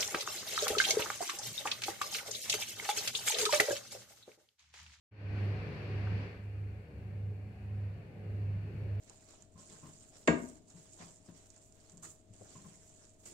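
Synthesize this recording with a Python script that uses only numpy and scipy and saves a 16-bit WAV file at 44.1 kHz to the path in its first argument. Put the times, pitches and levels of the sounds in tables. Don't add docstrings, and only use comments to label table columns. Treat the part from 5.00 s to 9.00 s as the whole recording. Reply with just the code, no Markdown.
import sys
import numpy as np
from scipy import signal
from scipy.fft import rfft, irfft
from scipy.io import wavfile
from scipy.ndimage import uniform_filter1d

SR = 44100
rng = np.random.default_rng(int(sys.argv[2]) if len(sys.argv) > 2 else 0)


def output_pcm(signal):
    pcm = np.clip(np.atleast_2d(signal).T, -1, 1) * 32767
    wavfile.write(sys.argv[1], SR, np.round(pcm).astype(np.int16))


N = 176400
T = np.arange(N) / SR

# (offset from the middle motor f/Hz, level/dB)
MOTOR_HUMS = [(0, -41), (-1.676, -47), (1.73, -60.5)]
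# (t/s, level/dB)
HUM_ENVELOPE = [(.11, -12), (.25, 2.5), (.44, 3), (.6, 0.5), (.69, 0.5), (.8, 1), (1.2, 3), (1.4, -2),
                (1.58, -2), (1.8, -6), (1.88, -22.5), (1.96, 1), (2.1, -5), (2.26, -0.5), (2.55, -2.5),
                (2.85, 0), (3.05, -12), (3.17, -3), (3.3, -2.5), (3.5, 4.5), (3.7, 2.5), (4, 1.5)]
# (t/s, level/dB)
THROB_ENVELOPE = [(.11, -11), (.33, 5), (.45, -3.5), (.6, 3), (.85, -1.5), (1.15, 5.5), (1.28, -4),
                  (1.42, 2), (1.78, 0.5), (1.88, -11), (1.98, 4), (2.38, -5.5), (2.55, -2.5), (2.8, 2.5),
                  (3.1, -7), (3.38, 2.5), (3.68, 0), (3.92, 1.5)]
# (f/Hz, level/dB)
THROB_SPECTRUM = [(20, -22), (35, -26.5), (45, 6), (57, 2.5), (70, 4.5), (80, 11.5), (92, 0), (115, -17),
                  (200, -51)]
# (t/s, level/dB)
RUMBLE_ENVELOPE = [(.12, -66.5), (.23, -56), (.38, -46.5), (.56, -47.5), (.68, -44), (.82, -47.5),
                   (1.08, -45.5), (1.2, -45), (1.45, -59.5), (1.8, -56.5), (2.05, -51.5), (2.3, -50.5),
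                   (2.45, -56), (2.8, -52), (3.18, -51.5), (3.5, -46), (3.8, -46), (4, -57)]
# (f/Hz, level/dB)
RUMBLE_SPECTRUM = [(40, -49), (85, -27), (112, 5.5), (137, 3), (165, 4), (185, -2.5), (212, -4.5),
                   (250, -11), (330, -28), (700, -83.5)]
# (t/s, level/dB)
CASING_ENVELOPE = [(.12, -68.5), (.22, -54.5), (.42, -48), (1.2, -48.5), (1.48, -58.5), (1.75, -58),
                   (2.2, -56), (2.6, -57.5), (3.1, -55), (3.4, -54.5), (3.6, -56.5), (3.85, -53), (4, -53)]
# (f/Hz, level/dB)
CASING_SPECTRUM = [(150, -16.5), (250, 0), (300, -0.5), (340, -3.5), (400, 3), (450, -4.5), (500, -3),
                   (580, -3), (680, -8.5), (800, -10.5), (1100, -26.5), (2000, -60)]
# (f/Hz, bandwidth/Hz, level/dB, balance/dB)
CASING_MODES = [(200.8, 13.5, -6.5, -4.5), (274.6, 11, -18.5, -2), (301.2, 4.5, -14.5, 1.5),
                (424, 10, -12, 3), (476.4, 8.8, -13.5, -2.5), (522, 6, -18, -1.5), (585.6, 14, -19.5, -1),
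                (745, 6.9, -19, 4.5), (808, 8, -28, -4.5)]
# (centre t/s, duration/s, level/dB)
HOLLOW_SWELLS = [(0.435, .14, -54.5), (0.96, 0.51, -58.5), (1.627, 0.089, -62.5), (2.31, 0.13, -62.5),
                 (3.366, 0.13, -57.5), (3.81, 0.29, -58)]
# (f/Hz, level/dB)
HOLLOW_SPECTRUM = [(200, -27.5), (270, 3.5), (330, -1.5), (395, 8.5), (430, 5), (500, -9), (700, -40)]
# (t/s, level/dB)
GEAR_ENVELOPE = [(.12, -75), (.2, -64), (.38, -56), (1.0, -56), (1.24, -55.5), (1.46, -67), (1.9, -69),
                 (2.05, -68), (2.35, -70.5), (2.86, -67), (3.15, -69), (3.3, -66.5), (4, -65)]
# (f/Hz, level/dB)
WHIRR_SPECTRUM = [(100, -16.5), (400, 1.5), (750, -6.5), (950, -1.5), (1350, -2.5), (1650, 1), (2000, -0.5),
                  (2350, 1.5), (2800, -2), (3150, -13), (3900, -16), (4150, -15), (4400, -9), (4750, -18.5),
                  (5500, -23), (6500, -29.5), (9000, -41), (15000, -50.5)]
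# (f/Hz, bandwidth/Hz, level/dB, balance/dB)
GEAR_WHINES = [(1515, 7, -15.5, 6), (1664, 10, -19, 2), (1803, 8, -16, 0), (2181, 8, -19, 6),
               (2385, 14, -21, 4), (2466, 8, -18.5, 9), (2766, 12, -20, 10), (4305, 14, -28, -4)]
# (f/Hz, level/dB)
RASP_SPECTRUM = [(700, -10.5), (1150, 9), (1600, -6), (2700, -6.5), (3200, 0), (3900, -2), (4450, 1),
                 (4900, -1), (5500, -8), (6600, -18.5), (10000, -34.5)]
# (onset t/s, duration/s, level/dB)
RUSTLE_EVENTS = [(.41, .08, -84), (.66, .04, -85), (1.41, .07, -83), (2.51, .22, -86), (2.75, .1, -86),
                 (3.77, .05, -83), (3.935, .03, -81)]
# (f/Hz, level/dB)
RUSTLE_SPECTRUM = [(1500, -10), (4500, 0), (8000, 0), (11000, -4), (15000, -12)]
# (t/s, level/dB)
TICK_EVENTS = [(1.072, -43.5)]
# (f/Hz, level/dB)
TICK_SPECTRUM = [(500, -16), (1000, -5.5), (1500, 5), (2000, -19), (3000, -18), (8000, -50)]
# (f/Hz, correlation before clipping to -1..1)
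CORRELATION = [(30, 0.6), (100, 1.6), (200, 1.27), (350, 0.82), (550, 0.72), (850, 0.48), (1300, -0.11),
               (1800, -0.1), (2600, 0.13), (4000, -0.01), (8000, -0.08), (15000, -0.5)]
# (f/Hz, balance/dB)
BALANCE = [(30, 2), (150, 3), (450, -1.5), (750, 1), (1200, 0), (1900, 2.5), (2350, 6), (2800, 9.5),
           (3300, -2), (3800, -2), (4400, -2), (5200, -8), (7000, -1), (12000, 0.5)]
# (f/Hz, level/dB)
HISS_SPECTRUM = [(100, 0.5), (3000, -5.5), (7000, 3), (10000, 1.5), (15500, -2.5)]
# (f/Hz, level/dB)
WHISTLE_TONES = [(7381, -102), (14729, -102)]


def amp(db):
    return 10 ** (np.asarray(db) / 20)


def unit(x):
    return x / np.sqrt(np.mean(abs(x) ** 2) + 1e-30)


def at_hz(points, hz):
    f, value = np.transpose(points)
    return np.interp(np.log(hz + 1), np.log(f), value)


def envelope(points):
    return amp(np.interp(T, *np.transpose(points)))


def pan(balance_db):
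    gains = amp(np.array([balance_db / 2, -balance_db / 2]))
    return (gains / np.sqrt((gains ** 2).sum(0) / 2))[:, None]


def wander(rate_hz):
    f = np.fft.fftfreq(N, 1 / SR)
    real, imag = rng.standard_normal((2, N))
    return unit(np.fft.ifft((real + 1j * imag) / (1 + (f / rate_hz) ** 4)))


def colour(x, spectrum):
    gain = amp(at_hz(spectrum, np.fft.rfftfreq(N, 1 / SR)))
    return unit(irfft(rfft(x) * gain, N))


def stereo_pair(left, independent, hz):
    shared = np.clip(at_hz(CORRELATION, hz), -1, 1)
    return np.array([left, shared * left + np.sqrt(1 - shared ** 2) * independent])


def diffuse_noise(spectrum, patchy_db, frame=2048):
    hz = np.fft.rfftfreq(frame, 1 / SR)
    a, b, c, d, patches = rng.standard_normal((5, 4 * N // frame + 5, len(hz)))
    patches = uniform_filter1d(patches, size=6, axis=0)
    patches = unit(uniform_filter1d(patches, size=3, axis=1))
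    pair = stereo_pair(a + 1j * b, c + 1j * d, hz)
    spectra = pair * amp(at_hz(spectrum, hz) + patchy_db * patches) * pan(at_hz(BALANCE, hz))
    _, noise = signal.istft(spectra.transpose(0, 2, 1), nperseg=frame, noverlap=frame - frame // 4)
    return unit(noise[:, :N])


def ringing(modes):
    total = np.zeros((2, N))
    for hz, width_hz, db, balance_db in modes:
        drift = stereo_pair(wander(width_hz / 2), wander(width_hz / 2), hz)
        total += amp(db) * pan(balance_db) * unit((drift * np.exp(2j * np.pi * hz * T)).real)
    return total


def motors(middle_hz=101.33, in_phase_s=0.45, octave_db=-26.5):
    hum = np.zeros(N, complex)
    for offset_hz, db in MOTOR_HUMS:
        phasor = np.exp(2j * np.pi * (middle_hz + offset_hz) * (T - in_phase_s))
        hum += amp(db) * (phasor + amp(octave_db) * phasor ** 2)
    hum *= 1 + 0.17 * wander(rate_hz=8.1)
    return envelope(HUM_ENVELOPE) * np.sqrt(2) * hum.real * pan(balance_db=-1.4)


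def drive(drone_hz=74.03):
    drone = amp(-54.5) * unit(np.sin(2 * np.pi * drone_hz * T))
    throb = amp(-56) * diffuse_noise(THROB_SPECTRUM, patchy_db=1, frame=8192)
    return envelope(THROB_ENVELOPE) * (drone + throb)


def rollers():
    rumble = amp(-0.5) * diffuse_noise(RUMBLE_SPECTRUM, patchy_db=1, frame=4096)
    return envelope(RUMBLE_ENVELOPE) * rumble


def casing():
    drone = amp(-3.5) * diffuse_noise(CASING_SPECTRUM, patchy_db=2)
    modes = ringing(CASING_MODES)
    swell = sum(amp(db) * np.exp(-2 * ((T - centre) / length) ** 2)
                for centre, length, db in HOLLOW_SWELLS)
    hollow = swell * diffuse_noise(HOLLOW_SPECTRUM, patchy_db=2)
    return envelope(CASING_ENVELOPE) * (drone + modes) + hollow


def gears(rasp_exponent=1.8):
    whirr_level = envelope(GEAR_ENVELOPE)
    rasp_gain = amp(-64.5) * (whirr_level / whirr_level.max()) ** rasp_exponent
    rasp = rasp_gain * diffuse_noise(RASP_SPECTRUM, patchy_db=1.4)
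    whirr = amp(3.5) * diffuse_noise(WHIRR_SPECTRUM, patchy_db=1.4)
    return whirr_level * (whirr + ringing(GEAR_WHINES)) + rasp


def fabric(grain_db=6):
    bursts = sum(amp(db) * np.sin(np.pi * np.clip((T - onset) / length, 0, 1))
                 for onset, length, db in RUSTLE_EVENTS)
    grains = np.tanh(unit(uniform_filter1d(rng.standard_normal(N), size=90)))
    grainy_noise = rng.standard_normal((2, N)) * amp(grain_db * grains)
    return bursts * colour(grainy_noise, RUSTLE_SPECTRUM)


def tick(t60_s=0.035):
    decay = sum((T >= onset) * amp(db - 60 * np.maximum(T - onset, 0) / t60_s)
                for onset, db in TICK_EVENTS)
    softened = uniform_filter1d(decay, size=60)
    return softened * colour(rng.standard_normal(N), TICK_SPECTRUM)


def scene():
    return motors() + drive() + rollers() + casing() + gears() + fabric() + tick()


def record(dry, start_s=0.11, fade_s=0.014, floor_fade_s=0.34, cutoff_hz=15750):
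    floor = amp(-82.5) * colour(rng.standard_normal((2, N)), HISS_SPECTRUM)
    floor += sum(amp(db) * unit(np.sin(2 * np.pi * hz * T)) for hz, db in WHISTLE_TONES)
    floor *= np.clip((T - start_s) / floor_fade_s, 0, 1)
    heard = (dry + floor) * np.clip((T - start_s) / fade_s, 0, 1)
    lowpass = signal.firwin(511, cutoff_hz, window=("kaiser", 9), fs=SR)
    return signal.oaconvolve(heard, lowpass[None], "same")


dry = scene()
out = record(dry)
output_pcm(out)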